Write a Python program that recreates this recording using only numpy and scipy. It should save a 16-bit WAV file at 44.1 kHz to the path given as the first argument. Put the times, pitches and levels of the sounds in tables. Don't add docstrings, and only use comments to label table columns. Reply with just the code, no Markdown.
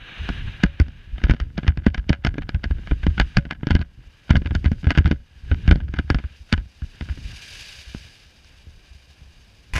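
import sys
import numpy as np
from scipy import signal
from scipy.fft import rfft, irfft, next_fast_len
from scipy.io import wavfile
from scipy.ndimage import uniform_filter1d

SR = 44100
rng = np.random.default_rng(int(sys.argv[2]) if len(sys.argv) > 2 else 0)


def volts_from_decibels(level):
    exponent = np.asarray(level, float) / 20
    return 10 ** exponent


def transcribe(signal):
    frames = np.atleast_2d(signal).T
    limited = np.clip(frames, -1, 1)
    pcm = np.round(limited * 32767).astype(np.int16)
    wavfile.write(sys.argv[1], SR, pcm)


N = 431723

# (time [s], peak [dB], push length [ms], never shorter than 2.5)
SHOVES = [(0.196, -23, 14), (0.281, -18.5, 24.5), (0.43, -23, 15.4), (0.638, -9.5, 22.5), (0.8, 0, 9.3),
          (1.122, -17, 22.4), (1.235, -3.5, 15), (1.295, -3, 18), (1.405, -9, 17), (1.679, -1.5, 7.2),
          (1.773, -11, 11.6), (1.867, -7, 9), (1.974, -11.5, 20), (2.099, -12.5, 10), (2.267, -9.5, 16),
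          (2.382, -21.5, 5), (2.543, -11.5, 5.5), (2.651, -15, 14.6), (2.702, -8, 14), (2.908, -10, 20),
          (3.031, -16, 20), (3.07, -4.5, 16), (3.193, -6, 25), (3.356, -13, 32), (3.703, -4, 6.5),
          (3.742, -6, 5), (3.791, -9.5, 2.7), (3.989, -29.5, 3.5), (4.305, -3.5, 4.1), (4.353, -1, 2.2),
          (4.455, -12.5, 3), (4.506, -13, 5.1), (4.552, -6, 7.1), (4.658, -3, 4.1), (4.714, -12, 4.6),
          (4.867, -4, 4.9), (4.983, 1.5, 3.3), (5.049, -3, 4.1), (5.109, -6.5, 3.9), (5.514, -6.5, 4.7),
          (5.679, -1.5, 3.5), (5.71, -0.5, 5.7), (5.758, -12.5, 7.2), (5.982, -13, 5.9), (6.101, -8.5, 1.8),
          (6.143, -9.5, 22), (6.239, -19, 12), (6.399, -33, 15), (6.524, -9, 6.8), (6.57, -17, 24.5),
          (6.821, -20, 3.9), (7.007, -23, 15), (7.095, -16.5, 14.6), (7.239, -25.5, 19), (7.863, -33, 18),
          (7.955, -32, 16), (8.669, -35.5, 2.1), (8.904, -38, 12), (9.757, -16.5, 9.8)]
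# (frequency [Hz], relative level [dB], t60 [s])
WALL_MODES = [(702, -6, 0.013), (1014, -17, 0.033), (1246, -10.5, 0.019), (1495, -0.5, 0.019),
              (1656, -1.5, 0.023), (2060, -1.5, 0.011), (2374, -3, 0.0099), (2950, 0.5, 0.0063),
              (3726, -9, 0.0068)]
# (frequency [Hz], relative level [dB], t60 [s])
PLATE_MODES = [(143.3, -2, 0.045), (213, -3, 0.035), (287, -10, 0.038), (431, -22, 0.011), (562, -44, 0.24),
               (615, -30.5, 0.0036)]
MOUNT_HZ, MOUNT_T60_S = 66.9, 0.17


def rms_one(x):
    return x / np.sqrt(np.mean(x ** 2) + 1e-20)


def drift(rate_hz):
    r = np.exp(-2 * np.pi * rate_hz / SR)
    wander = signal.lfilter([1], [1, -2 * r, r * r], rng.standard_normal(N + SR))[SR:]
    return rms_one(wander)


def in_time(rows):
    s, *columns = np.transpose(rows)
    return [np.interp(np.arange(N) / SR, s, column) for column in columns]


def ring(force, hz, t60):
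    r = volts_from_decibels(-60 / (t60 * SR))
    w = 2 * np.pi * hz / SR
    return signal.lfilter([0, np.sin(w)], [1, -2 * r * np.cos(w), r * r], force + 1e-18)


def fading(clicks, fade_s):
    return signal.lfilter([1], [1, -np.exp(-1 / (fade_s * SR))], clicks + 1e-18)


def coloured(spectrum, peaks=()):
    size = next_fast_len(N)
    hz = np.maximum(np.arange(size // 2 + 1) * SR / size, 1)
    points = np.array([(spectrum[0][0] / 2, spectrum[0][1] - 20)] + list(spectrum))
    db = np.interp(np.log(hz), np.log(points[:, 0]), points[:, 1])
    for centre, width, boost_db in peaks:
        db = db + boost_db / (1 + (2 * (hz - centre) / width) ** 2)
    white = rfft(rng.standard_normal(size))
    return rms_one(irfft(white * volts_from_decibels(db), size)[:N])


def struck(at, level_db, modes, spread_db, inward):
    out = np.zeros(N)
    draws = rng.standard_normal((len(at), len(modes), 2))
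    for k, (hz, mode_db, t60) in enumerate(modes):
        strength = volts_from_decibels(level_db + mode_db + spread_db * draws[:, k, 0])
        clicks = np.zeros(N)
        clicks[at] = strength * np.sign(draws[:, k, 1] + inward)
        out += ring(clicks, hz, t60)
    return out


def through(force, modes):
    return sum((-1) ** k * volts_from_decibels(db) * ring(force, hz, t60) for k, (hz, db, t60) in enumerate(modes))


def chatter(at, level_db, fade_s, lead_s, per_s):
    hits = np.zeros(N)
    hits[at] = volts_from_decibels(level_db)
    after = fading(hits, fade_s)
    before = 0.4 * fading(hits[::-1], lead_s)[::-1]
    touching = rng.random(N) < per_s / SR
    return (after + before) * touching * rng.standard_normal(N)


def contacts():
    # (time [s], wall ring [dB], treble above the ring [dB], low knock [dB])
    main_hits = np.array([(0.29, -26.5, -9, -18), (0.636, -12, -6.5, -0.5), (0.8, -18, -8, -7),
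                          (0.883, -43, 1, -31), (1.181, -34.5, -22, -30), (1.217, -40, -32, -29.5),
                          (1.239, -21, -5.5, -18.5), (1.268, -32, -31, -21), (1.297, -17.5, -10, -0.5),
                          (1.31, -16.5, -11, -3.5), (1.337, -31, -4, -13), (1.401, -24.5, -5, -23.5),
                          (1.579, -19.5, -12.5, -10), (1.632, -34.5, -27, -22), (1.667, -35, -23, -23),
                          (1.679, -19, -8.5, -24), (1.774, -32, -12, -20.5), (1.866, -13.5, -18.5, -2.5),
                          (1.945, -20, -8.5, -18.5), (1.979, -27, -8, -22), (2.094, -16, -4.5, -1.5),
                          (2.13, -18, -15, -24), (2.249, -16.5, -4, -6), (2.269, -23.5, -1.5, -11),
                          (2.342, -38.5, -13, -21.5), (2.382, -28, -13.5, -13), (2.421, -35, -23, -32),
                          (2.492, -28.5, -4, -21), (2.546, -31, -19, -20.5), (2.641, -21, -10, -22.5),
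                          (2.71, -34.5, -15, -22.5), (2.784, -44.5, -20, -30), (2.873, -30, -19, -30),
                          (2.912, -27.5, -25, -13.5), (3.032, -29, -13, -33), (3.067, -20, -19, -7),
                          (3.179, -25.5, -25, -17.5), (3.199, -10, -4.5, -10), (3.37, -10, -2.5, -1.5),
                          (3.453, -35, -26, -25), (3.51, -18.5, -10, -19.5), (3.632, -33.5, -37, -16),
                          (3.67, -25.5, -7, -13), (3.707, -17.5, -8.5, -4), (3.752, -14, -10.5, -5.5),
                          (3.792, -36, -6, -16.5), (3.815, -28, -8, -15), (4.294, -40, -12, -19),
                          (4.307, -11, -10, -4.5), (4.339, -42, -15, -9.5), (4.355, -15.5, -12, -7.5),
                          (4.369, -29.5, 4, -7.5), (4.419, -36, -17, -21), (4.46, -24.5, -25, -13),
                          (4.509, -27.5, -21, -20), (4.551, -18.5, -8.5, -11), (4.644, -28.5, -9, -15),
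                          (4.659, -24, -14, -37), (4.717, -28.5, -7, -7.5), (4.831, -41, -18, -16),
                          (4.844, -32.5, -13, -18.5), (4.87, -24.5, -18, -9), (4.906, -11.5, -9.5, -8),
                          (4.951, -25.5, -8, -20), (4.976, -14, -12, -3.5), (4.984, -16, -7.5, -7.5),
                          (5.058, -17, -13, -6.5), (5.077, -31, -6, -13), (5.113, -17.5, -9, -5.5),
                          (5.515, -23.5, -34, -14), (5.678, -19, -11, -15), (5.712, -9, -12, 1.5),
                          (5.726, -31, -3, -9.5), (5.758, -30, -3, -11.5), (5.803, -34.5, -21, -24.5),
                          (5.886, -43.5, -7, -33), (5.939, -24.5, -8.5, -18.5), (5.988, -20.5, -10, -18.5),
                          (6.102, -13.5, -6, -3.5), (6.146, -22, -5.5, -10), (6.186, -31.5, -10, -25),
                          (6.24, -37.5, -25, -30.5), (6.527, -13.5, -5.5, -5.5), (6.578, -31, -14, -24),
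                          (6.82, -44.5, -16.5, -42), (7.01, -33.5, -8, -23), (7.088, -37, -23, -34),
                          (7.175, -44, -30, -31.5), (7.948, -40.5, -29, -29.5), (8.446, -61, 12, -59),
                          (9.753, -32, -6, -27), (9.762, -22, -23, -29), (9.781, -26, -11, -22.5)])
    delay_s, delay_spread_s = 0.011, 0.0028
    ring_loss_db, dull_db, knock_loss_db, spread_db = 16.5, 2.5, 8, 4.5
    draws = rng.standard_normal((len(main_hits), 3))
    bounces = main_hits - [0, ring_loss_db, dull_db, knock_loss_db]
    bounces[:, 0] += delay_s + delay_spread_s * np.clip(draws[:, 0], -2, 2)
    bounces[:, [1, 3]] += spread_db * draws[:, 1:]
    in_range = bounces[:, 0] < (N - 1) / SR
    return np.vstack([main_hits, bounces[in_range]]).T


def strays():
    per_s, level_db, spread_db, soft_hz = 41, -13, 3.5, 2000
    touching = rng.random(N) < per_s / SR
    marks = touching * volts_from_decibels(level_db + spread_db * rng.standard_normal(N))
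    softener = signal.butter(1, soft_hz, fs=SR, output="sos")
    force = signal.sosfilt(softener, marks * shake_level())
    return through(force, WALL_MODES) + volts_from_decibels(8) * through(force, PLATE_MODES)


def ticks():
    # (frequency [Hz], relative level [dB], t60 [s])
    treble_modes = [(4514, 5.5, 0.0045), (4980, -3.5, .01), (5460, -5.5, 0.01), (6500, -5, 0.0056),
                    (9100, -11, 0.0054), (12200, -16.5, .004)]
    s, ring_db, treble_db, knock_db = contacts()
    at = (s * SR).astype(int)
    wall = struck(at, ring_db, WALL_MODES, spread_db=2.5, inward=0)
    top = struck(at, ring_db + treble_db, treble_modes, spread_db=4.0, inward=0)
    creak = chatter(at, ring_db - 5.5, fade_s=0.0027, lead_s=0.0026, per_s=3000)
    clumps = volts_from_decibels(6 * drift(66))
    rattle = chatter(at, ring_db - 19.0, fade_s=0.015, lead_s=0.013, per_s=800) * clumps
    bright = chatter(at, ring_db + treble_db - 9.0, fade_s=0.0022, lead_s=0.0021, per_s=3300)
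    knock = struck(at, knock_db, PLATE_MODES, spread_db=4.5, inward=1.3)
    small_low = through(creak + rattle, WALL_MODES)
    small_high = through(bright + volts_from_decibels(-13) * rattle, treble_modes)
    case = wall + top + knock + strays() + small_low + small_high
    return signal.sosfilt(signal.butter(2, 5120, fs=SR, output="sos"), case)


def thumps():
    # (delay [s], loss [dB], share of the push length)
    pair = [(0, 0, 1), (0.02372, 6.5, 0.85)]
    out = np.zeros(N + SR)
    length = SR // 4
    directions = rng.choice([-1, 1], len(SHOVES))
    for (s, peak_db, push_ms), direction in zip(SHOVES, directions):
        for late_s, loss_db, share in pair:
            bump = np.hanning(int(max(share * push_ms, 2.5) * SR / 1000))
            push = np.zeros(length)
            push[:len(bump)] = bump
            velocity = np.gradient(ring(push, MOUNT_HZ, MOUNT_T60_S))
            at = int((s + late_s) * SR)
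            out[at:at + length] += direction * volts_from_decibels(peak_db - loss_db) * velocity / np.abs(velocity).max()
    return out[:N]


def shake_level():
    # (time [s], level [dB])
    wind_shake = [(0, -41.5), (0.45, -38.5), (0.7, -43.5), (1.0, -44), (1.2, -41), (2.3, -40.5), (3.6, -38),
                  (3.88, -57), (4.0, -45.5), (4.22, -50.5), (4.5, -36), (5.2, -63), (5.45, -43),
                  (5.85, -24), (6.3, -59), (6.7, -55.5), (7.3, -34.5), (7.42, -51), (7.8, -53.5),
                  (8.2, -58), (9.7, -54.5)]
    stir_db, stir_fade_s, stir_rise_s = -18.5, 0.037, 0.0065
    s, peak_db, _ = np.transpose(SHOVES)
    jolts = np.zeros(N)
    jolts[(s * SR).astype(int)] = volts_from_decibels(peak_db + stir_db)
    stirred = fading(jolts, stir_fade_s)
    r = np.exp(-2 / (stir_rise_s * SR))
    risen = signal.lfilter([(1 - r) ** 2], [1, -2 * r, r * r], stirred)
    return volts_from_decibels(in_time(wind_shake)[0]) + risen


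def shaking():
    # (frequency [Hz], relative level [dB per Hz])
    rumble_spectrum = [(25, -0.5), (45, -2.5), (75, -7), (110, -9), (250, -26), (500, -41.5), (1000, -80)]
    nudges = (rng.random(N) < 22 / SR) * rng.standard_normal(N)
    rounded = signal.sosfilt(signal.butter(2, 140, fs=SR, output="sos"), nudges)
    swing = rms_one(np.diff(ring(rounded, MOUNT_HZ, MOUNT_T60_S), prepend=0))
    pressure = volts_from_decibels(-2.5 + 4.6 * drift(3.46)) * coloured(rumble_spectrum)
    return shake_level() * (swing + pressure)


def rub():
    # (frequency [Hz], relative level [dB per Hz])
    skin_spectrum = [(500, -13.5), (940, -16.5), (1700, -2), (2400, -1.5), (3300, -15.5), (6000, -16),
                     (9500, -30), (10600, -22), (14000, -46.5)]
    start_s, drag_db, push_db, push_hz, push_t60_s = 9.7355, -26.5, -12, 35.8, 0.089
    start = int(start_s * SR)
    touch = np.zeros(N)
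    touch[start] = volts_from_decibels(push_db)
    skin = coloured(skin_spectrum, [(1015, 67, 23.0), (2440, 150, 6)])
    uneven = volts_from_decibels(drag_db + 4.2 * drift(145))
    drag = uneven * skin * (np.arange(N) >= start)
    return drag + ring(touch, push_hz, push_t60_s)


def air():
    # (time [s], level before flutter [dB], cloth share of the power [0-1])
    outside = [(0, -46, 0), (0.3, -40.5, 0.02), (0.6, -47, 0.02), (0.8, -50, 0.02), (0.9, -54.5, 0.1),
               (1.3, -54, 0.07), (1.5, -62.5, 0.2), (2.5, -69, 0.27), (2.8, -53.5, 0.15),
               (3.3, -48.5, 0.18), (3.55, -69, 0.3), (4.15, -58.5, 0.36), (4.8, -57.5, 0.76),
               (5.2, -63, 0.4), (5.65, -49, 0.15), (5.85, -60.5, 0.34), (6.3, -52.5, 0.12), (6.45, -61, 1),
               (6.95, -56, 0.55), (7.2, -49.5, 0.64), (7.6, -41.5, 0.9), (8.35, -58.5, 0.71),
               (9.7, -60.5, 0.8)]
    # (frequency [Hz], width [Hz], boost [dB])
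    air_pockets = [(1640, 260, 10.5), (2396, 81, 5), (2870, 290, 4), (3757, 140, 7), (4570, 68, -2.5),
                   (4810, 700, 9), (5740, 490, 2.5), (6360, 400, 6), (9900, 1000, 6)]
    # (frequency [Hz], relative level [dB per Hz])
    wind_spectrum = [(300, -4.5), (600, -10), (1200, -6.5), (3000, -0.5), (4300, -15), (4600, -40.5),
                     (6000, -27.5), (9000, -51), (16000, -49)]
    # (frequency [Hz], relative level [dB per Hz])
    cloth_spectrum = [(300, -30.5), (600, -22), (1200, -34), (2500, -11.5), (5500, -21), (8000, -28.5),
                      (12000, -37), (16000, -44)]
    hiss_db, cloth = in_time(outside)
    cloth = np.clip(cloth, 0, 1)
    wind = coloured(wind_spectrum, air_pockets) * volts_from_decibels(1.3 * drift(14))
    rustle = coloured(cloth_spectrum, air_pockets) * volts_from_decibels(1.74 * drift(30))
    return volts_from_decibels(hiss_db) * (np.sqrt(1 - cloth) * wind + np.sqrt(cloth) * rustle)


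def scene():
    return (ticks() + thumps() + shaking() + air() + rub())[None, :]


def self_noise():
    # (frequency [Hz], relative level [dB per Hz])
    noise_spectrum = [(100, 1), (1000, -11.5), (7000, -29.5), (16000, -34.5)]
    return volts_from_decibels(-63.5) * coloured(noise_spectrum)


def gain_control(x):
    knee_db, slope, attack_s, fall_db_s = -26.5, 0.27, 0.01, 40.5
    level_db = 10 * np.log10(uniform_filter1d(x ** 2, size=441) + 1e-12)
    ramp = fall_db_s * np.arange(N) / SR
    held_db = np.maximum.accumulate(level_db + ramp, axis=-1) - ramp
    wanted_cut_db = slope * np.maximum(held_db - knee_db, 0)
    r = np.exp(-1 / (attack_s * SR))
    cut_db = signal.lfilter([1 - r], [1, -r], wanted_cut_db)
    return x * volts_from_decibels(-cut_db)


def band_limit(x):
    return signal.sosfilt(signal.butter(12, 16450, fs=SR, output="sos"), x)


def record(dry):
    noisy = dry + self_noise()
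    no_dc = signal.sosfilt(signal.butter(1, 12, "high", fs=SR, output="sos"), noisy)
    rounded = 1.166 * np.tanh(gain_control(no_dc) / 0.96)
    top_cut = signal.cheby2(10, 50, 16000, fs=SR, output="sos")
    finished = signal.sosfilt(top_cut, rounded)
    return band_limit(finished)


dry = scene()
out = record(dry)
transcribe(out)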